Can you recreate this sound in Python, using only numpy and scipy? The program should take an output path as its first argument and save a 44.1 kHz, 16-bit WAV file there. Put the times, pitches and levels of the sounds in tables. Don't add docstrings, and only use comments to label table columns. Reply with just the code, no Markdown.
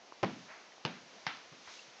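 import sys
import numpy as np
from scipy import signal
from scipy.fft import rfft, irfft
from scipy.io import wavfile

SR = 44100
rng = np.random.default_rng(int(sys.argv[2]) if len(sys.argv) > 2 else 0)


def waveform_to_disk(signal):
    frames = np.transpose(np.atleast_2d(signal))
    scaled = np.clip(frames, -1, 1) * 32767
    samples = np.round(scaled).astype(np.int16)
    wavfile.write(sys.argv[1], SR, samples)


N = 88200
T = np.arange(N) / SR
HZ = np.fft.rfftfreq(N, 1 / SR)

# (frequency [Hz], relative density [dB])
AIR_SPECTRUM = [(25, 17.5), (60, 21.5), (130, 14.5), (200, 16.5), (330, 12), (700, 6), (1100, -0.5),
                (1500, -5), (2200, -5.5), (3200, -8), (6300, -10.5), (8000, -16.5)]
# (time [s], gain [dB])
HISS_GAIN = [(0, -3), (.2, -0.5), (.4, 2), (.75, -1.5), (1.05, 0), (1.17, 2), (1.45, 0.5), (2, 1.5)]
# (frequency [Hz], t60 [s])
ROOM_T60 = [(80, 0.58), (250, 0.41), (700, 0.32), (1500, 0.56), (3500, 0.41), (8000, 0.87)]
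# (time [s], level [dB], pitch [Hz], rise [s])
TAPS = [(0.1223, -31, 990, 0.00073), (0.1224, -26.5, 320, 0.00078), (0.721, -44.5, 1970, 0.00048),
        (0.7805, -36, 600, 0.0005), (1.1600, -36, 193, 0.0067), (1.371, -37.5, 4800, 0.0001),
        (1.676, -36, 900, 0.00059), (1.6700, -30, 87, 0.0086), (1.791, -45, 2730, 0.0029),
        (1.876, -34, 138, 0.0082)]
# (time [s], rise [s], decay [s], level [dB], upper edge [Hz])
BRUSHES = [(0.470, 0.031, 0.097, -46, 2400), (1.110, 0.06, 0.05, -49, 916),
           (1.662, .02, 0.065, -48.5, 2300)]
# (frequency [Hz], relative density [dB])
BRUSH_SPECTRUM = [(100, -0.5), (300, -4.5), (600, 8.5), (1200, 2.5), (2200, 2.5), (8000, -18)]
SCUFF_SPECTRUM = [(500, -25), (2000, -4), (4000, -1.5), (6500, -3.5), (8000, -6.5)]
# (frequency [Hz], relative density [dB])
BOOM_SPECTRUM = [(30, -26), (60, -12), (100, -4), (170, 2.5), (350, -14), (700, -25.5), (1400, -43.5),
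                 (4000, -67)]
TAIL_SPECTRUM = [(100, -16), (400, -5), (800, 6.5), (1300, 0.5), (2300, -0.5), (3500, -4), (5000, -15),
                 (8000, -30.5)]
# (frequency [Hz], relative level [dB], t60 [s])
FLOOR_MODES = [(127, -13, 0.25), (186.4, -6, .33), (197.7, -11, 0.56), (237.6, -9, 0.51), (266, -10, 0.53),
               (323, -8.5, 0.34), (456, -25.5, 0.22), (560.5, -19.5, 0.2), (600, -24, 0.066),
               (724.4, -20, 0.17)]
DOOR_MODES = [(818, -6.5, 0.34), (1152, -7.5, .3), (1310, -4, .4), (1366, -1.5, 0.26), (1510, -0.5, 0.084),
              (1554, 0, 0.16), (1733, -7, 0.24), (1960, -0.5, 0.13), (2005, -3, 0.23), (2243, -7, 0.21)]
SHELL_MODES = [(505, -14, 0.032), (900, -11, 0.024), (1075, -11, 0.05), (1240, -17, 0.033),
               (1880, -11, 0.023), (2240, -2.5, 0.0072), (3743, -4.5, 0.0056), (4540, -6.5, 0.0057),
               (5410, -9.5, 0.0058)]
# (frequency [Hz], relative density [dB])
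SNAP_SPECTRUM = [(300, -2), (1000, 7), (2000, -1), (3000, -3.5), (4600, -4.5), (6000, -12), (8000, -24)]
# (delay [s], gain [dB])
ECHOES = [(.0024, -15), (.0068, -17), (.0082, -19), (0.0092, -9), (0.0146, -14.5)]
# (time [s], thump gain [dB], thump pitch [Hz], thump rise [s], boom gain [dB],
# crack gain [dB], crack's upper edge [Hz], room tail gain [dB])
BOUNCES = [(0.2292, 11.5, 112.1, 0.00653, -12.5, -9, 2800, -41),
           (0.8494, -0.5, 132.7, .0054, -20, -20, 6840, -39),
           (1.2650, -11, 139, 0.0056, -31, -21.5, 6460, -36.5),
           (1.517, -22, 130, 0.0078, -37.5, -57, 2000, -57.5)]

AIR_DB, HISS_FROM_HZ = -45, 1100
SCUFF_S, SCUFF_WIDTH_S, SCUFF_DB = 1.742, 0.076, -51
TAIL_RISE_S, BOOM_RISE_S, RUMBLE_GAIN_DB = 0.0035, 0.0043, 1.5
DOOR_S, DOOR_GAIN_DB = 1.2705, -41
SNAP_GAIN_DB, SNAP_RISE_S, CRACK_LAG_S = -3, 0.001, 0.00109
GLIDE_PER_S = 4.56
OVERLOAD_CEILING, OVERLOAD_KNEE = 0.6, 21
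BASS_CUTS_HZ, TREBLE_CUT_HZ, BAND_LIMIT_HZ = (472, 1446), 6740, 8600


def amp(db):
    return 10 ** (np.asarray(db) / 20)


def read(points, hz):
    f, value = np.transpose(points)
    return np.interp(np.log(hz + 1), np.log(f + 1), value)


def add(mix, start_s, sound):
    part = mix[max(round(start_s * SR), 0):][:len(sound)]
    part += sound[:len(part)]


def below(edge_hz):
    return 1 / np.sqrt(1 + (HZ / edge_hz) ** 12)


def noise(spectrum, rolloff=1):
    white = rfft(rng.standard_normal(N))
    x = irfft(white * amp(read(spectrum, HZ)) * rolloff, N)
    return x / x.std()


def ring(modes):
    return sum(amp(db - 60 * T / t60) * np.sin(2 * np.pi * hz * T) for hz, db, t60 in modes)


def pulse(rise_s):
    return T / rise_s * np.exp(1 - T / rise_s)


def room_tone():
    air = amp(AIR_DB) * noise(AIR_SPECTRUM)
    low = irfft(rfft(air) * below(HISS_FROM_HZ), N)
    waver = amp(np.interp(T, *np.transpose(HISS_GAIN)))
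    return low + (air - low) * waver


def room_tail(spectrum):
    hz, t, bands = signal.stft(noise(spectrum), SR, nperseg=512)
    decay = amp(-60 * t / read(ROOM_T60, hz)[:, None])
    tail = signal.istft(bands * decay, SR, nperseg=512)[1][:N]
    return tail * (1 - np.exp(-(T / TAIL_RISE_S) ** 2))


def puppy():
    slide = np.exp(-((T - SCUFF_S) / SCUFF_WIDTH_S) ** 2 / 2)
    out = amp(SCUFF_DB) * noise(SCUFF_SPECTRUM) * slide
    for start_s, db, hz, rise_s in TAPS:
        add(out, start_s, amp(db) * pulse(rise_s) * np.sin(2 * np.pi * hz * T))
    for start_s, rise_s, decay_s, db, edge_hz in BRUSHES:
        stroke = np.minimum(T / rise_s, 1) * np.exp(-np.maximum(T - rise_s, 0) / decay_s)
        add(out, start_s, amp(db) * stroke * noise(BRUSH_SPECTRUM, below(edge_hz)))
    return out


def room_boom():
    rumble = amp(RUMBLE_GAIN_DB) * room_tail(BOOM_SPECTRUM)
    return (rumble - ring(FLOOR_MODES)) * (1 - np.exp(-T / BOOM_RISE_S))


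def floor_thump(hz, rise_s):
    phase = 2 * np.pi * hz * T * (1 + GLIDE_PER_S * T / 2)
    return -pulse(rise_s) ** 2 * np.sin(phase)


def shell_crack(edge_hz):
    shell = ring(SHELL_MODES[::2]) - ring(SHELL_MODES[1::2])
    snap = amp(SNAP_GAIN_DB) * noise(SNAP_SPECTRUM) * pulse(SNAP_RISE_S)
    direct = signal.lfilter(*signal.butter(2, edge_hz, fs=SR), shell + snap)
    out = direct.copy()
    for delay_s, db in ECHOES:
        add(out, delay_s, amp(db) * direct)
    return out


def ball():
    out = np.zeros(N)
    for start_s, thump_db, hz, rise_s, boom_db, crack_db, edge_hz, tail_db in BOUNCES:
        thump = amp(thump_db) * floor_thump(hz, rise_s)
        add(out, start_s, thump + amp(boom_db) * room_boom())
        crack = amp(crack_db) * shell_crack(edge_hz)
        add(out, start_s + CRACK_LAG_S, crack + amp(tail_db) * room_tail(TAIL_SPECTRUM))
    add(out, DOOR_S, amp(DOOR_GAIN_DB) * ring(DOOR_MODES))
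    return out


def scene():
    return (ball() + puppy() + room_tone())[None]


def record(dry):
    x = dry / (1 + abs(dry / OVERLOAD_CEILING) ** OVERLOAD_KNEE) ** (1 / OVERLOAD_KNEE)
    for hz in BASS_CUTS_HZ:
        x = signal.lfilter(*signal.butter(1, hz, "high", fs=SR), x)
    x = signal.sosfilt(signal.butter(10, TREBLE_CUT_HZ, fs=SR, output="sos"), x)
    band_limit = signal.firwin(255, BAND_LIMIT_HZ, window=("kaiser", 8), fs=SR)
    return signal.oaconvolve(x, band_limit[None], "same")


dry = scene()
out = record(dry)
waveform_to_disk(out)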